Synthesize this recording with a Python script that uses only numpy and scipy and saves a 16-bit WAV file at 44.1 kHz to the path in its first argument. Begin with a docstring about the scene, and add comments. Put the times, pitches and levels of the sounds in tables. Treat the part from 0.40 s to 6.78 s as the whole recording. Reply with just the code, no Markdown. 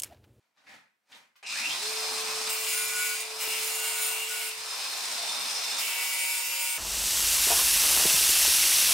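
"""Angle grinder on a door frame

A man shuffles on gritty tiles, starts a cordless angle grinder and leans it three times into a wooden
door frame. Running free, its bevel gears rattle over the rush of the fan; in the cut the same grit
comes round on every turn and the disc sings on multiples of its speed.
A few dull knocks and steps sit underneath, in a small hard room."""
import sys
import numpy as np
from scipy import signal
from scipy.fft import rfft, irfft, next_fast_len
from scipy.io import wavfile
from scipy.ndimage import uniform_filter1d, map_coordinates

SR = 44100
rng = np.random.default_rng(int(sys.argv[2]) if len(sys.argv) > 2 else 0)


def persist_wave(psi):
    """Save psi, clipped to +-1, as 16-bit WAV."""
    counts = np.round(np.clip(psi, -1, 1) * 32767).astype(np.int16)
    wavfile.write(sys.argv[1], SR, np.atleast_2d(counts).T)


N = 281358
T = np.arange(N) / SR
PINION_TEETH, CROWN_TEETH = 10, 33
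SWITCH_ON_S, LIFT_S, LIFT_TAKES_S = 1.028, 4.124, 0.25

# Spin-up, until the governor holds the speed. Each row: time in seconds, motor turns per second.
MOTOR_SPEED = [(1.03, 30), (1.1, 110), (1.2, 208), (1.25, 258), (1.36, 378), (1.43, 417), (1.49, 435),
               (1.55, 438.7)]
# The three cuts. Each row: start and end in seconds, disc ring in dB, treble lift of the fine dust in dB,
# share of the grit that repeats each turn (0-1), ducking of the running noise after one second in dB.
CUTS = [(2.075, 2.85, -42.5, 2.5, 0.35, 7.5), (3.002, 4.127, -40, 4, 0.27, 6.5),
        (5.392, 6.407, -39, 5, 0.4, 9)]


def cutting(disc):
    """Repeating grit and freshly torn fibres rasp and ring the disc, hardest where its rim runs high."""
    # Colours of the rasp and of the disc's ring. Each row: frequency in Hz, level in dB.
    rasp_colour = [(60, -75), (600, -47), (2000, -44), (3100, -7), (4400, -4.5), (5000, -5), (6200, -1.5),
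                   (7000, 4.5), (8600, 3.5), (10000, 3), (10700, -4.5), (11300, 0), (12000, -10),
                   (13000, -0.5), (14900, -6), (15800, -1.5)]
    ring_colour = [(60, -75), (300, -54), (500, -17), (700, -18.5), (1000, -30.5), (1300, -10),
                   (1750, -13.5), (1950, -3.5), (2150, 1.5), (2550, -1), (2850, 5), (3150, -8.5),
                   (3800, -16), (6000, -40)]
    # How hard the disc bites, one curve a cut. Each row: time in seconds, relative level in dB.
    bite_curves = [
        [(2.095, -32), (2.129, -32), (2.169, -37), (2.339, -31), (2.505, -35.5), (2.665, -31), (2.791, -38.5),
         (2.809, -32.5), (2.84, -45.5)],
        [(3.005, -31.5), (3.029, -30.5), (3.053, -36), (3.593, -33.5), (3.623, -30), (3.875, -41),
         (3.891, -37.5), (4.095, -37.5), (4.1, -44)],
        [(5.39, -30.5), (5.444, -38.5), (5.482, -32), (5.522, -36.5), (5.612, -34), (6.088, -36), (6.12, -37.5),
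         (6.238, -32.5), (6.37, -35.5)],
    ]
    rim, fibres = grit(disc, wear=0.257), noise()
    angle = 2 * np.pi * disc
    runout = amp(0.44 * np.cos(angle) + 0.31 * np.cos(2 * angle) + 2 * np.cos(3 * angle) + drift(rate=97))
    out = np.zeros(N)
    for (start, end, ring_db, dust_db, repeats, _), curve in zip(CUTS, bite_curves):
        drive = runout * (np.sqrt(repeats) * rim + np.sqrt(1 - repeats) * fibres)
        rasp, ring = colour(drive, rasp_colour), colour(drive + 0.16 * rim, ring_colour)
        dust = pass_filter(rasp, "high", hz=10500, order=3)
        bite = level(curve, fade=0.005)
        out += amp(-1) * bite * (rasp + dust * (amp(dust_db) - 1))
        # the disc rings harder as it lands, then follows the bite a little
        landing_db = 2 * held(start, start, .01, 0.036)
        follow = (bite / amp(np.transpose(curve)[1].mean())) ** 0.13
        out += amp(ring_db + landing_db) * follow * held(start, end, 0.0044, 0.028) * ring
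    return out


def grit(disc, wear, size=332):
    """Roughness round the rim, met again on every turn; each of its ripples shifts a little as it wears."""
    turns, ripples = int(disc[-1]) + 2, size // 2 + 1
    fresh = 2 * np.pi * rng.random(ripples)
    worn = fresh + wear * np.cumsum(rng.standard_normal((turns, ripples)), axis=0)
    rim = irfft(np.exp(1j * worn), size, axis=1)
    return unit(map_coordinates(rim.ravel(), [disc * size], order=3, mode="nearest"))


def wandering_contact(x, depth_db):
    """As the point of contact wanders, patches of the spectrum swell and sink."""
    spectrum = signal.stft(x, SR, nperseg=512)[2]
    patches = uniform_filter1d(rng.standard_normal(spectrum.shape), size=8, axis=0)
    patches = unit(uniform_filter1d(patches, size=20, axis=1))
    return signal.istft(spectrum * amp(depth_db * patches), SR, nperseg=512)[1][:N]


def squealing(disc):
    """Modes of the disc swell into squeals, locked onto the nearest multiples of its speed."""
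    # Each row: start and end in seconds, mode frequency in Hz, level in dB.
    squeals = [(2.24, 2.35, 2790, -56), (2.286, 2.335, 2260, -44), (2.34, 2.74, 1462, -42),
               (2.497, 2.734, 2260, -39.5), (2.697, 2.715, 1462, -45), (3.01, 4.084, 2260, -54),
               (3.01, 3.04, 2925, -42), (3.05, 3.36, 2790, -48), (3.37, 3.556, 2790, -45),
               (3.38, 3.757, 1462, -47.5), (3.565, 3.615, 1462, -46.5), (3.727, 3.99, 2790, -42),
               (3.91, 4.086, 1462, -46.5), (5.405, 5.477, 2790, -39), (5.433, 6.38, 2260, -45),
               (5.457, 6.38, 1462, -55), (5.583, 6.297, 2790, -44.5), (5.653, 5.93, 2260, -49)]
    swells = {}
    for start, end, hz, db in squeals:
        order = disc_harmonic(hz)
        swells[order] = swells.get(order, 0) + amp(db) * held(start, end, attack=0.0097, release=0.014)
    return sum(swell * amp(2.4 * drift(rate=16)) * tone(order * disc, waver=0.22, spread=0.49)
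               for order, swell in swells.items())


def singing(disc):
    """Weaker tones of the disc build up through each cut and die after it; the high ones flicker most."""
    # One set of tones a cut. Each row: mode frequency in Hz, relative level in dB.
    tone_sets = [
        [(1061, -50.5), (1992, -48), (2390, -42.5), (4387, -52), (4780, -46), (6643, -45), (6923, -49),
         (8371, -49), (8635, -54), (9948, -44), (11294, -60)],
        [(931.3, -50.5), (2925, -49), (3327, -52), (6912, -54), (7311, -51), (7978, -55), (8236, -48),
         (8635, -45.5), (9706, -60), (9841, -58), (11294, -49)],
        [(532.9, -60.5), (931.3, -46.5), (1992, -47), (2390, -50), (2525, -52), (2659, -52), (4651, -47.5),
         (4920, -45.5), (5184, -46.5), (6110, -46.5), (6772, -47), (6907, -46), (8635, -41.5), (11294, -42)],
    ]
    build_s, fade_s = 0.15, 0.062
    out = np.zeros((2, N))
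    for (start, end, *_), tones in zip(CUTS, tone_sets):
        on = (T > start) & (T < end + .3)
        build = 1 - np.exp(-(T[on] - start) / build_s)
        gain = amp(-2) * build * held(start, end - .04, .01, fade_s)[on]
        for hz, db in tones:
            unrest = 0.18 + 0.72 * hz / 10000
            flicker = 1 + unrest * (drift(rate=16)[on] + 1j * drift(rate=14)[on])
            flicker /= np.sqrt(1 + 2 * unrest ** 2)
            apart = rng.choice([-1, 1]) * rng.uniform(0.48, 0.54)
            ears = np.exp(1j * (2 * np.pi * rng.random() + np.array([[apart], [-apart]])))
            carrier = np.exp(2j * np.pi * disc_harmonic(hz) * disc[on])
            out[:, on] += np.sqrt(2) * amp(db) * gain * (ears * flicker * carrier).real
    return out


def gears(speed, motor):
    """Every tooth lands with its own force, in bunches as the backlash opens and shuts."""
    # Colour of the rattle. 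Each row: frequency in Hz, level in dB.
    rattle_colour = [(60, -75), (300, -58), (500, -46), (1300, -3.5), (1700, -7.5), (2500, 2), (3100, -2.5),
                     (3700, 0), (5700, 1.5), (6400, -1.5), (9000, -1.5), (10200, -5), (11200, -10.5),
                     (13000, -10), (15800, -16)]
    # Resonances of gear case and guard. Each row: frequency and width in Hz, relative level in dB.
    case_modes = [(910, 63, 14), (1290, 67, -6), (2460, 150, -14), (3614, 180, -0.5), (4080, 74, 6),
                  (4226, 50, -1), (4965, 140, 3), (5490, 77, -10.5), (8700, 160, 3)]
    # The guard's buzz. Each row: frequency and width in Hz, level held low and level lifted in dB.
    guard_modes = [(3637, 170, -56, -46.5), (5097, 200, -47, -46), (5420, 580, -53.5, -47)]
    tooth = motor * PINION_TEETH
    force = amp(1.7 * noise()[tooth.astype(int)] + 1.28 * drift(rate=190))
    strike = 0.65 + np.exp(-(tooth % 1) / 0.3)
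    blows = noise() * force * strike * (1 + 0.08 * np.cos(2 * np.pi * motor))
    rattle = amp(-33.5) * colour(blows, rattle_colour, case_modes, modes_db=-5.5)
    treble = pass_filter(rattle, "high", hz=8500, order=4)
    rattle -= treble * (1 - above(speed, edge_hz=140, steepness=1.7))  # slow teeth land softly
    rattle += tool_resonances(guard_modes, force)
    fade_in = above(speed, edge_hz=70, steepness=11) * (speed / speed.max()) ** 0.14
    return rattle * fade_in + starting_howl(speed, tooth, force, blows)


def starting_howl(speed, tooth, force, blows):
    """Under starting torque the teeth howl, most when their rate passes the ring of the gear case."""
    case_hz, span_hz, tooth_hz = 2540, 300, speed * PINION_TEETH
    torque = held(SWITCH_ON_S, end=1.44, attack=.002, release=0.046)
    in_tune = 1 / (1 + ((tooth_hz - case_hz) / span_hz) ** 2)
    howl = resonate(band(noise() * force, 600, 9000), tooth_hz, width=340)
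    howl += .3 * np.sin(2 * np.pi * tooth)
    howl *= amp(-43 + 10 * in_tune) * above(tooth_hz, edge_hz=1440, steepness=5.4)
    ring = amp(-45) * held(SWITCH_ON_S + 0.032, 1.26, 0.032, 0.051) * resonate(blows, case_hz, width=560)
    return torque * howl + ring


def fan(speed):
    """Air rushes through the vents and buffets the frame, rising with speed; the rotor shudders on the way."""
    # Colours of the rush and of the low buffeting. Each row: frequency in Hz, level in dB.
    rush_colour = [(200, -33.5), (400, -8.5), (650, 0.5), (1000, 6), (1300, -4), (1600, -1), (3000, -7.5),
                   (9000, -43)]
    buffet_colour = [(25, -32), (50, -34), (70, -31), (105, -15), (130, -8.5), (165, -7.5), (230, 5.5),
                     (290, 0), (380, -1), (600, -4.5), (2000, -50)]
    # Peaks of the vents. Each row: frequency and width in Hz, level held low and level lifted in dB.
    vent_modes = [(718, 230, -54.5, -54.5), (1126, 560, -50, -55.5)]
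    shudder_hz, span_hz = 275, 65
    pace, gusts = speed / speed.max(), amp(1.46 * drift(rate=120))
    rush = amp(-45) * colour(noise() * gusts, rush_colour)
    rush += tool_resonances(vent_modes, gusts) * pace ** 3
    shudder = amp(-57) * resonate(band(noise(), 143, 600), speed, width=76)
    shudder *= np.exp(-.5 * ((speed - shudder_hz) / span_hz) ** 2)
    buffet = colour(noise(), buffet_colour) * amp(-61 - 2.4 * lifted() + 2.1 * drift(rate=11))
    return rush * pace ** 0.6 + shudder + buffet * pace ** 0.7 * running_gain() ** .5


def motor_tones(speed, motor):
    """Rotor and disc each hum once a turn; teeth and slots whine above them near full speed."""
    # The whine. Each row: multiple of the motor speed, relative level in dB.
    partials = [(4, -32), (10, -20), (20, -25), (29, -25)]
    whine = sum(amp(db) * tone(multiple * motor, waver=.5, spread=.5) for multiple, db in partials)
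    # once the tool is lifted, the hum wavers more and dies down
    hum = amp(-44.6 + 2.5 * lifted() * drift(rate=18)) * tone(motor, waver=0.1, spread=0.68)
    # the disc thrums as it first meets the frame
    thrum = tone(motor * PINION_TEETH / CROWN_TEETH, waver=0.39, spread=0.062)
    thrum *= amp(-71) * held(1.95, 2.56, attack=0.18, release=0.3)
    up_to_speed = above(speed, edge_hz=414, steepness=54)
    return up_to_speed * (amp(-16 * lifted()) * (hum + thrum) + amp(-30.5) * whine)


def tool_resonances(modes, force):
    """Resonances fed by noise, each at a level that depends on how the tool is held."""
    out = np.zeros(N)
    for hz, width, low_db, lifted_db in modes:
        gain = amp(low_db + (lifted_db - low_db) * lifted() + 3.6 * drift(rate=6))
        out += gain * resonate(band(noise() * force, .5 * hz, 2 * hz), hz, width)
    return out


def running_gain():
    """The running noise starts with the switch, ducks through each cut and creeps back after it."""
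    duck_db = [db * np.sqrt(np.clip(T - start, 0, end - start)) * held(start, end + 0.024, .01, 0.21)
               for start, end, *_, db in CUTS]
    return (T > SWITCH_ON_S) * amp(-np.max(duck_db, axis=0))


def lifted():
    """0 while the tool is held low, 1 once the man has stood up."""
    return np.clip((T - LIFT_S) / LIFT_TAKES_S, 0, 1)


def knocks():
    """Soft blows on frame and floor: a low note in a puff of noise."""
    # Knocks and steps. Each row: start in seconds, relative level in dB, pitch in Hz, t60 in seconds.
    hits = [(1.291, -51.5, 142, 0.55), (2.07, -43, 236, 0.13), (3.071, -33, 395, 0.083),
            (3.075, -54, 170, .1), (4.174, -55, 125, 0.27), (4.725, -55, 86, 0.27), (5.631, -64, 130, .12)]
    out, t = np.zeros(N), T[:SR // 2]
    for start, db, hz, t60 in hits:
        puff = unit(band(rng.standard_normal(len(t)), hz * 0.57, hz * 2.7))
        envelope = amp(db - 60 * t / t60) * (1 - np.exp(-t / 0.0026))
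        add(out, start, 0.42 * envelope * (np.sin(2 * np.pi * hz * t) + .5 * puff))
    return out


def clicks():
    """Grit crunches under a shoe, then the switch snaps: short dry bursts of noise."""
    # Each row: start in seconds, relative level in dB, lower and upper edge in Hz, decay in seconds.
    cracks = [(0.172, -51, 700, 4970, .012), (0.265, -42.5, 1580, 2600, 0.05),
              (0.266, -49, 3500, 5600, 0.022), (0.722, -39, 1390, 4330, 0.018),
              (0.956, -45.5, 780, 4930, 0.011), (0.961, -50, 4000, 15000, .005),
              (1.028, -33, 493, 7200, 0.011)]
    out, t = np.zeros(N), T[:SR // 4]
    for start, db, lo_hz, hi_hz, decay in cracks:
        burst = unit(band(rng.standard_normal(len(t)), lo_hz, hi_hz))
        add(out, start, 0.31 * amp(db) * burst * np.exp(-t / decay))
    return out


def shuffle():
    """Soles drag over grains of dirt; the faster, the brighter."""
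    # Colour of the scuff. Each row: frequency in Hz, level in dB.
    scuff_colour = [(47, -51), (80, -19), (212, -4.5), (368, -12.5), (524, -6), (932, 0.5), (1110, -6),
                    (1810, -2), (2070, -4.5), (2360, -2), (2810, -9), (3920, -9), (15800, -37)]
    # Each row: start and end in seconds, relative level in dB, treble against the body in dB.
    drags = [(0.0, 0.044, -75.5, -7), (0.182, 0.26, -68.5, -11), (0.295, 0.348, -52.5, -9),
             (0.722, 0.776, -55, -4.5)]
    scrape = colour(noise() * amp(1.6 * drift(rate=500)), scuff_colour)
    treble = pass_filter(scrape, "high", hz=6000, order=2)
    body, treble = unit(scrape - treble), unit(treble)
    out = np.zeros(N)
    for start, end, db, treble_db in drags:
        drag = held(start, end, attack=0.023, release=0.049)
        out += amp(db - 3) * (body * drag + treble * amp(treble_db) * drag ** 1.05)
    return out


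def room_tone():
    """A faint, steady bed of noise."""
    # Each row: frequency in Hz, level in dB.
    bed_colour = [(18, -43), (30, -23), (279, -5), (581, -7), (735, -2), (816, -9), (1120, -4), (1270, -5),
                  (15800, -19)]
    return amp(-84.5) * room(colour(noise(), bed_colour), wet_db=-1)


def room(x, wet_db, sets=1):
    """Direct sound plus reflections; a moving source passes through several sets of them in turn."""
    shares = np.array([1.01 + np.cos(2 * np.pi * (1.5 * T + k / sets)) for k in range(sets)]) ** 2
    wet = sum(signal.oaconvolve((x * np.sqrt(share))[None], reflections(), axes=1)[:, :N]
              for share in shares / shares.sum(0))
    return (x + amp(wet_db) * wet) / np.sqrt(1 + amp(wet_db) ** 2 / 2)


def reflections(size=SR // 2):
    """Sparse echoes for each ear, every band dying at its own speed."""
    # The room's decay. Each row: frequency in Hz, t60 in seconds.
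    decay_times = [(250, 0.37), (700, 0.29), (1800, 0.44), (4600, 0.25), (12000, 0.24)]
    taps = rng.choice([-1., 1.], (2, size)) * (rng.random((2, size)) < .1)
    taps[:, :SR // 300] = 0  # pre-delay
    hz, t, spectrum = signal.stft(taps, SR, nperseg=256)
    tail = signal.istft(spectrum * amp(-60 * t / read(decay_times, hz)[:, None]), SR, nperseg=256)[1]
    return tail / np.linalg.norm(tail[0])


def disc_harmonic(hz):
    """Which multiple of the disc's full speed lies nearest to hz."""
    return round(hz / (MOTOR_SPEED[-1][1] * PINION_TEETH / CROWN_TEETH))


def tone(turns, waver, spread):
    """A wavering sine; standing waves give each ear its own phase."""
    angle = 2 * np.pi * (turns + rng.random()) + waver * drift(rate=23)
    apart = spread * rng.choice([-1, 1]) * rng.uniform(0.56, 0.76)
    return np.sqrt(2) * (1 + waver * drift(rate=22)) * np.sin(angle + np.array([[apart], [-apart]]))


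def resonate(x, hz, width):
    """A steep resonance that follows the curve hz; rms 1."""
    carrier = np.exp(2j * np.pi * np.cumsum(hz * np.ones(N)) / SR)
    pole = np.exp(-np.pi * width / SR)
    return unit((carrier * signal.lfilter([1], [1, -2 * pole, pole * pole], x / carrier)).real)


def colour(x, points, modes=(), modes_db=0):
    """Filters by a smooth spectrum on which resonances stand; rms 1."""
    size = next_fast_len(N)
    hz = np.fft.rfftfreq(size, 1 / SR)
    peaks = sum(amp(db + modes_db) / (1 + 2j * (hz - f) / width) for f, width, db in modes)
    return unit(irfft(rfft(x, size) * amp(read(points, hz)) * (1 + peaks), size)[:N])


def band(x, lo_hz, hi_hz):
    """Band-pass."""
    return signal.sosfilt(signal.butter(3, [lo_hz, hi_hz], "band", fs=SR, output="sos"), x)


def pass_filter(x, kind, hz, order):
    """Zero-phase high- or low-pass."""
    return signal.sosfiltfilt(signal.butter(order, hz, kind, fs=SR, output="sos"), x)


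def read(points, hz):
    """Reads rows of frequency and value on a log-frequency axis."""
    f, value = np.transpose(points)
    return np.interp(np.log(hz + 1), np.log(f + 1), value)


def level(rows, fade):
    """Gain from rows of seconds and dB, fading out beyond the first and last row."""
    times, db = np.transpose(rows)
    return amp(np.interp(T, times, db)) * held(times[0], times[-1], fade, fade)


def held(start, end, attack, release):
    """Swells up to start, holds until end, then dies away; all in seconds."""
    return np.exp(-np.minimum(np.maximum(start - T, 0) / attack + np.maximum(T - end, 0) / release, 50))


def above(hz, edge_hz, steepness):
    """Rises from 0 to 1 as hz passes the edge."""
    return 1 / (1 + (edge_hz / hz) ** steepness)


def noise():
    """White noise."""
    return rng.standard_normal(N)


def drift(rate):
    """A random curve with rate new values a second; rms 1."""
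    return unit(np.interp(T * rate, np.arange(4096), rng.standard_normal(4096)))


def amp(db):
    """Decibels to gain."""
    return 10 ** (np.asarray(db) / 20)


def unit(x):
    """Scales to rms 1."""
    return x / np.sqrt(np.mean(x ** 2) + 1e-20)


def add(mix, start, sound):
    """Mixes a sound in at start seconds."""
    part = mix[round(start * SR):][:len(sound)]
    part += sound[:len(part)]


def scene():
    """One motor speed drives gears, fan and disc; all sound in the same room."""
    speed = np.interp(T, *np.transpose(MOTOR_SPEED)) * (1 + .0005 * drift(rate=14))
    motor = np.cumsum(speed) / SR  # motor and disc positions count turns
    # the disc shudders in the play of its gears, which blurs its highest tones
    disc = motor * PINION_TEETH / CROWN_TEETH + .0012 * drift(rate=55)
    gain = running_gain()
    air = gain * fan(speed)
    bass = pass_filter(air, "low", hz=330, order=2)  # reaches both ears alike
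    mix = room(gain * gears(speed, motor), wet_db=-0.5, sets=3)
    mix += room(air - bass, wet_db=-3.5, sets=3)
    mix += gain * motor_tones(speed, motor)
    mix += room(wandering_contact(cutting(disc), depth_db=1.9), wet_db=-2.5, sets=3)
    mix += squealing(disc) + singing(disc)
    mix += room_tone()
    mix += room(bass + knocks(), wet_db=-26)
    return mix + room(shuffle(), wet_db=-3) + room(clicks(), wet_db=7)


def record(dry):
    """The microphone's low cut, then the band limit."""
    dry = signal.sosfilt(signal.butter(2, 45, "high", fs=SR, output="sos"), dry)
    top_cut = signal.firwin(511, 15880, window=("kaiser", 9), fs=SR)
    return signal.oaconvolve(dry, top_cut[None], "same", axes=1)


dry = scene()
out = record(dry)
persist_wave(out)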